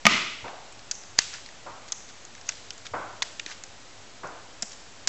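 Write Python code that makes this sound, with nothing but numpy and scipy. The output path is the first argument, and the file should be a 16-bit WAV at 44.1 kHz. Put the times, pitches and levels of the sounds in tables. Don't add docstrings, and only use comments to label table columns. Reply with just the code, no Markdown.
import sys
import numpy as np
from scipy import signal
from scipy.fft import rfft, irfft, next_fast_len
from scipy.io import wavfile
from scipy.ndimage import uniform_filter1d, map_coordinates

SR = 44100
rng = np.random.default_rng(int(sys.argv[2]) if len(sys.argv) > 2 else 0)


def output_pcm(signal):
    pcm = np.clip(np.atleast_2d(signal).T, -1, 1) * 32767
    wavfile.write(sys.argv[1], SR, np.round(pcm).astype(np.int16))


def gain_from_db(level_db):
    decades = np.asarray(level_db, float) / 20
    return 10 ** decades


N = 224184

# pitch_hz, t60_s (time to fall 60 dB)
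ROOM_RINGING = [(150, 0.55), (600, 0.88), (1200, 0.8), (3000, 1), (7500, 0.96)]

# pitch_hz, level_db
HISS_TONE = [(12, -53), (20, -5.5), (27, -6), (97, -13), (305, -9), (329, -10.5), (444, -10.5), (543, -9),
             (830, -9.5), (1070, -12), (1270, -11.5), (1940, -13), (7880, -16), (10200, -23), (17300, -120)]
HISS_DB = -49
HUM_HZ, HUM_WIDTH_HZ, HUM_DB = 100.6, 12.5, -63.5
OFFSET = -0.0034
TOP_HZ = 8010

# start_s, peak_db, centre_hz
KNOCKS = [
    (0.444, -27.5, 759),
    (0.485, -32.5, 795),
    (1.665, -28.5, 1250),
    (2.938, -19.5, 1470),
    (4.235, -25.5, 1490),
]
# pitch_hz, level_db
WALL_TONE = [(59, -43.5), (100, -13.5), (218, -11), (550, -5), (901, -0.5), (1180, -5.5), (1550, -8),
             (1680, -15.5), (2230, -18.5), (4500, -42), (5850, -70), (9900, -120)]
KNOCK_SWELL_S = 0.004

# start_s, strongest_s, end_s, level_db, brightness_db
RUBS = [(0.047, 0.041, 0.052, -30, 1.5), (.46, 0.496, 0.39, -42.5, -19.5), (1.177, 1.192, 1.235, -36.5, 2),
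        (1.323, 1.339, 1.4, -39, -4), (1.882, 1.886, 1.905, -52.5, 12), (2.077, 2.097, 2.112, -48, 2),
        (2.449, 2.484, 2.7, -53, 7.5), (2.848, 2.859, 2.884, -42.5, 4), (3.464, 3.476, 3.6, -45.5, 1),
        (3.497, 3.524, 3.539, -43.5, -1), (4.707, 4.722, 4.745, -52.5, 10)]
# pitch_hz, width_hz, level_db
CASE = [(1700, 1060, 0), (4500, 3000, 6.5), (7250, 1500, 2.5)]
RUB_SWELL_DB, RUB_FADE_DB = 13, 15.5

# start_s, peak_db, ring_hz, t60_s
THUDS = [
    (0.0684, -16, 1241, 0.074),
    (0.429, -38, 101, 0.092),
    (0.48, -33.5, 2300, 0.024),
    (1.656, -42, 576, 0.045),
    (1.1845, -21.5, 6810, 0.033),
    (2.468, -40, 6660, 0.047),
    (2.914, -38.5, 98.5, 0.16),
    (3.222, -19, 1020, 0.014),
    (3.464, -33, 320, 0.02),
]
LATCH_S = 1.1885
# pitch_hz, level_db, t60_s
LATCH = [(81.5, -10, 0.0053), (366, -15, 0.0081), (653, -19, 0.012), (910, -14, 0.008), (1750, -13, 0.013),
         (6190, -8, 0.015)]
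# start_s, peak_db, pitch_ratio
PRESSES = [
    (4.628, -30.5, 1.03),
    (5.077, -26, 1.34),
]
# pitch_hz, level_db, t60_s
DECK = [(212, -4.5, 0.068), (665, 1, 0.021), (1360, -7.5, 0.026)]

# start_s, peak_db, bright_ring_hz, body_db (re bright), body_ring_hz
SNAPS = [(0.9121, -14.5, 6250, -20.5, 1620), (1.188, -4.5, 4770, -9.5, 2490),
         (1.9209, -15.5, 6400, -20.5, 1200), (2.4892, -18.5, 6270, -5, 2810),
         (2.4909, -18.5, 6620, -6.5, 1490), (2.7053, -27.5, 5170, -0.5, 3040),
         (3.2211, -15, 3600, -8, 2250), (3.2246, -17, 4500, -6, 1750), (3.3958, -24.5, 3600, -1, 2740),
         (3.462, -26.5, 3970, -5, 2010), (3.6368, -29.5, 6950, -6.5, 1680),
         (4.6227, -17.5, 7250, -16.5, 1710), (4.626, -18.5, 5450, -18, 2010),
         (5.0735, -10.5, 5800, -8, 1750)]
SNAP_T60_S, LATCH_T60_S = 0.023, 0.015
REBOUND_S, REBOUND_DB, REBOUND_T60_S = 0.0056, -18, 0.026
REBOUND_HZ, REBOUND_BODY_DB = 5800, -4.5
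FULL_BODY_DB = -14
ECHO_PURE_HZ, ECHO_PURE_DB = 650, 5
ECHO_BROAD_HZ, ECHO_BROAD_DB = 5500, 6
# start_s, peak_db, bright_ring_hz, body_db (re bright)
TOUCHES = [(0.481, -44, 3500, 12.5), (0.7236, -41, 7430, -5), (0.7924, -39.5, 4300, -4),
           (0.9524, -38, 6350, -16), (1.036, -40, 5160, -2.5), (1.3384, -30.5, 5100, -17),
           (1.3648, -41.5, 4800, -7.5), (1.461, -33.5, 4440, -8), (1.4879, -43.5, 5300, 3.5),
           (1.8796, -41.5, 6700, -1.5), (2.0041, -44, 5600, 1), (2.2508, -35, 6840, -11),
           (2.3504, -37.5, 6210, -2), (2.3784, -48.5, 5800, 7), (2.4122, -38, 5700, -13),
           (2.5206, -37.5, 3480, 0), (2.7794, -37.5, 6800, -7), (2.8664, -29.5, 3550, -5.5),
           (3.5103, -34.5, 4300, -17), (4.0214, -43.5, 6600, -22), (4.273, -42, 6500, -15),
           (2.733, -41, 6800, -15), (4.695, -38, 7170, -26), (4.72, -39, 5900, -9)]
TOUCH_BODY_HZ, TOUCH_T60_S = 1800, 0.019

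# start_s, peak_db, thump_db (re peak), crack_t60_s
CLACK = [
    (0.053, 0, -17, 0.023),
    (0.066, 5.5, -29, 0.021),
]
# pitch_hz, level_db, t60_s
SHELL = [(690, -19.5, 0.29), (1221, 1, 0.069), (2300, 0, 0.068), (2940, -27, 0.11), (3500, -12, 0.077),
         (4170, -28, 0.37), (5082, -5.5, 0.083), (5800, 15.5, 0.087)]
# pitch_hz, level_db
CRACK_TONE = [(180, -68), (300, -22), (792, 3.5), (1190, -3), (2180, 4.5), (5090, -8), (5750, -7.5),
              (7880, -13.5), (10200, -59.5), (17300, -120)]
# pitch_hz, level_db
CLACK_ROOM_TONE = [(35, -77), (60, -49), (87, -13), (200, -1.5), (354, -9), (533, -21.5), (640, -8.5),
                   (724, -17.5), (1260, -4), (1710, -12.5), (2090, -5), (5800, -15.5), (7880, -22.5),
                   (10200, -64), (17300, -120)]
# pitch_hz, width_hz, level_db
CLACK_BANDS = [(630, 23, -12), (1240, 61, -2.5), (2024, 180, -0.5), (2630, 140, -2.5), (2910, 95, 0),
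               (3260, 82, -5.5), (3470, 54, -2.5), (4300, 57, -9)]


def unit(x):
    return x / np.sqrt(np.mean(x ** 2) + 1e-20)


def peak(x):
    return x / np.abs(x).max()


def energy_one(x):
    return x / np.linalg.norm(x)


def along(points, hz):
    f, v = np.transpose(points)
    return np.interp(np.log(hz + 1), np.log(f + 1), v)


def filtered(x, response):
    m = next_fast_len(len(x) + 8192)
    hz = np.fft.rfftfreq(m, 1 / SR)
    return irfft(rfft(x, m) * response(hz), m)[:len(x)]


def rings(modes):
    def response(f):
        total = 0
        for k, (centre, width, db) in enumerate(modes):
            damping = 1j * f * width
            total = total + (-1) ** k * gain_from_db(db) * damping / (centre * centre - f * f + damping)
        return total
    return response


def twice(response):
    return lambda f: response(f) ** 2


def colour(tone):
    return lambda hz: gain_from_db(along(tone, hz))


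def add(track, s, sound):
    part = track[round(s * SR):][:len(sound)]
    part += sound[:len(part)]


def tail(build_s, stretch=0.82):
    hz, t, z = signal.stft(rng.standard_normal(SR), SR, nperseg=256)
    t60 = stretch * along(ROOM_RINGING, hz)[:, None]
    decay = signal.istft(z * gain_from_db(-60 * t / t60), SR, nperseg=256)[1][:SR]
    swell = 1 - np.exp(-(np.arange(SR) / SR / build_s) ** 2.3)
    return energy_one(decay * swell)


def rattle(t60, snap, size=2600):
    t = np.arange(size) / SR
    lumps = rng.standard_normal(size // 30 + 4)
    lumps_db = 1.8 * map_coordinates(lumps, [np.arange(size) / 30], order=1)
    fade = gain_from_db(lumps_db - 60 * t / max(t60, 0.002)) * (1 - np.exp(-t / 0.00083))
    first = snap * np.exp(-((t - 0.0007) / 0.00004) ** 2)
    return rng.standard_normal(size) * fade + first


def floor():
    hiss = unit(filtered(rng.standard_normal(N), colour(HISS_TONE)))
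    hum = unit(filtered(rng.standard_normal(N), rings([(HUM_HZ, HUM_WIDTH_HZ, 0)])))
    return gain_from_db(HISS_DB) * hiss + gain_from_db(HUM_DB) * hum


def knocks():
    out = np.zeros(N)
    for s, db, hz in KNOCKS:
        def walls(f):
            return colour(WALL_TONE)(f) * (1.86 + rings([(hz, 300, 0), (850, 200, -3)])(f))
        wet = filtered(tail(build_s=0.011, stretch=1.0), walls)
        add(out, s - 0.003, gain_from_db(db + 21.5) * energy_one(wet))
        blow = rattle(0.14, snap=0.3)
        blow = blow * (1 - np.exp(-np.arange(len(blow)) / SR / KNOCK_SWELL_S))
        add(out, s - 0.0035, gain_from_db(db - 2.0) * peak(filtered(blow, walls)))
    return out


def rubs():
    out, time = np.zeros(N), np.arange(N) / SR
    noise = rng.standard_normal(N)
    grip = unit(uniform_filter1d(rng.standard_normal(N), 120))
    grains = noise * gain_from_db(4 * grip)
    dull = unit(filtered(grains[::-1], rings(CASE[:1])))
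    bright = unit(filtered(grains, rings(CASE[1:])))
    for start, top, end, db, bright_db in RUBS:
        edge = np.clip(np.minimum(time - start, end - time) / 0.0019, 0, 1)
        stroke_db = np.interp(time, [start, top, end], [db - RUB_SWELL_DB, db, db - RUB_FADE_DB])
        out += edge * gain_from_db(stroke_db - 0.5) * (dull + gain_from_db(bright_db) * bright)
    return out


def thuds():
    out, t = np.zeros(N), np.arange(SR // 4) / SR
    strikes = THUDS + [(LATCH_S, db, hz, t60) for hz, db, t60 in LATCH]
    for s, db, ratio in PRESSES:
        strikes += [(s, db + level, ratio * hz, t60) for hz, level, t60 in DECK]
    for s, db, hz, t60 in strikes:
        onset = 1 - np.exp(-t * hz * 3)
        add(out, s, gain_from_db(db - 60 * t / t60) * onset * np.sin(2 * np.pi * hz * t))
    return out


def contact(db, hz, body_db, body_hz, t60):
    ring = peak(filtered(rattle(t60, snap=10.0), twice(rings([(hz, 950, 0)]))))
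    spray = peak(filtered(rattle(t60, snap=0.87), twice(rings([(5680, 5100, 0)]))))
    body = peak(filtered(rattle(t60, snap=2.55), rings([(body_hz, 700, 0), (2200, 2200, -8)])))
    late_body = np.roll(body, round(0.000986 * SR))
    return gain_from_db(db + 2.5) * (ring + gain_from_db(-2.5) * spray + gain_from_db(body_db + 1.0) * late_body)


def ticks():
    out = np.zeros(N)
    contacts = [(*touch, TOUCH_BODY_HZ, TOUCH_T60_S) for touch in TOUCHES]
    for s, db, hz, body_db, body_hz in SNAPS:
        t60 = LATCH_T60_S if abs(s - LATCH_S) < REBOUND_S else SNAP_T60_S
        contacts.append((s, db, hz, body_db, body_hz, t60))
        contacts.append((s + REBOUND_S, db + REBOUND_DB, REBOUND_HZ, REBOUND_BODY_DB, body_hz, REBOUND_T60_S))
    for s, *settings in contacts:
        add(out, s - 0.0003, contact(*settings))
    for s, db, hz, body_db, _ in SNAPS:
        width, echo_db = ECHO_PURE_HZ, ECHO_PURE_DB
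        if body_db > FULL_BODY_DB:
            width, echo_db = ECHO_BROAD_HZ, ECHO_BROAD_DB
        wet = filtered(tail(build_s=0.018, stretch=0.88), twice(rings([(hz, 2.7 * width, 0)])))
        add(out, s, gain_from_db(db + echo_db) * energy_one(wet))
    return out


def clack_room(f):
    bands = sum(np.abs(rings([band])(f)) ** 2 for band in CLACK_BANDS)
    return colour(CLACK_ROOM_TONE)(f) * (0.89 + bands)


def clack():
    out, t = np.zeros(N), np.arange(SR // 4) / SR
    for (s, db, thump_db, crack_t60), ring_db in zip(CLACK, (-14, -2.5)):
        ring = 0
        for hz, level, t60 in SHELL:
            t60 = min(t60, 90000 / hz ** 2)
            ring = ring + gain_from_db(level - 60 * t / t60) * np.sin(2 * np.pi * hz * t)
        add(out, s + 0.00059, gain_from_db(db + ring_db) * peak(ring))
        crack = filtered(rattle(crack_t60, snap=1.76), colour(CRACK_TONE))
        add(out, s + 0.00033, gain_from_db(db - 1.0) * peak(crack))
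        thump = gain_from_db(-60 * t / 0.076) * (1 - np.exp(-t / 0.0026)) * np.sin(2 * np.pi * 205 * t)
        add(out, s, gain_from_db(db + thump_db + 4.0) * thump)
    landing_s, snap_s = CLACK[0][0], CLACK[1][0]
    far_walls = filtered(tail(build_s=0.037), clack_room)
    add(out, snap_s, gain_from_db(13.5) * energy_one(far_walls))
    near_desk = filtered(tail(build_s=0.0035, stretch=0.47), colour(CLACK_ROOM_TONE))
    add(out, landing_s, gain_from_db(9) * energy_one(near_desk))
    return out


def scene():
    mono = floor() + knocks() + rubs() + thuds() + ticks() + clack()
    return np.array([mono, mono])


def low_pass(x):
    return signal.sosfilt(signal.butter(12, 8030, fs=SR, output="sos"), x)


def record(dry):
    narrow = filtered(dry[0], lambda hz: 1 / (1 + (hz / TOP_HZ) ** 60))
    mono = np.clip(narrow + OFFSET, -1, 1)
    return low_pass(np.array([mono, mono]))


dry = scene()
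out = record(dry)
output_pcm(out)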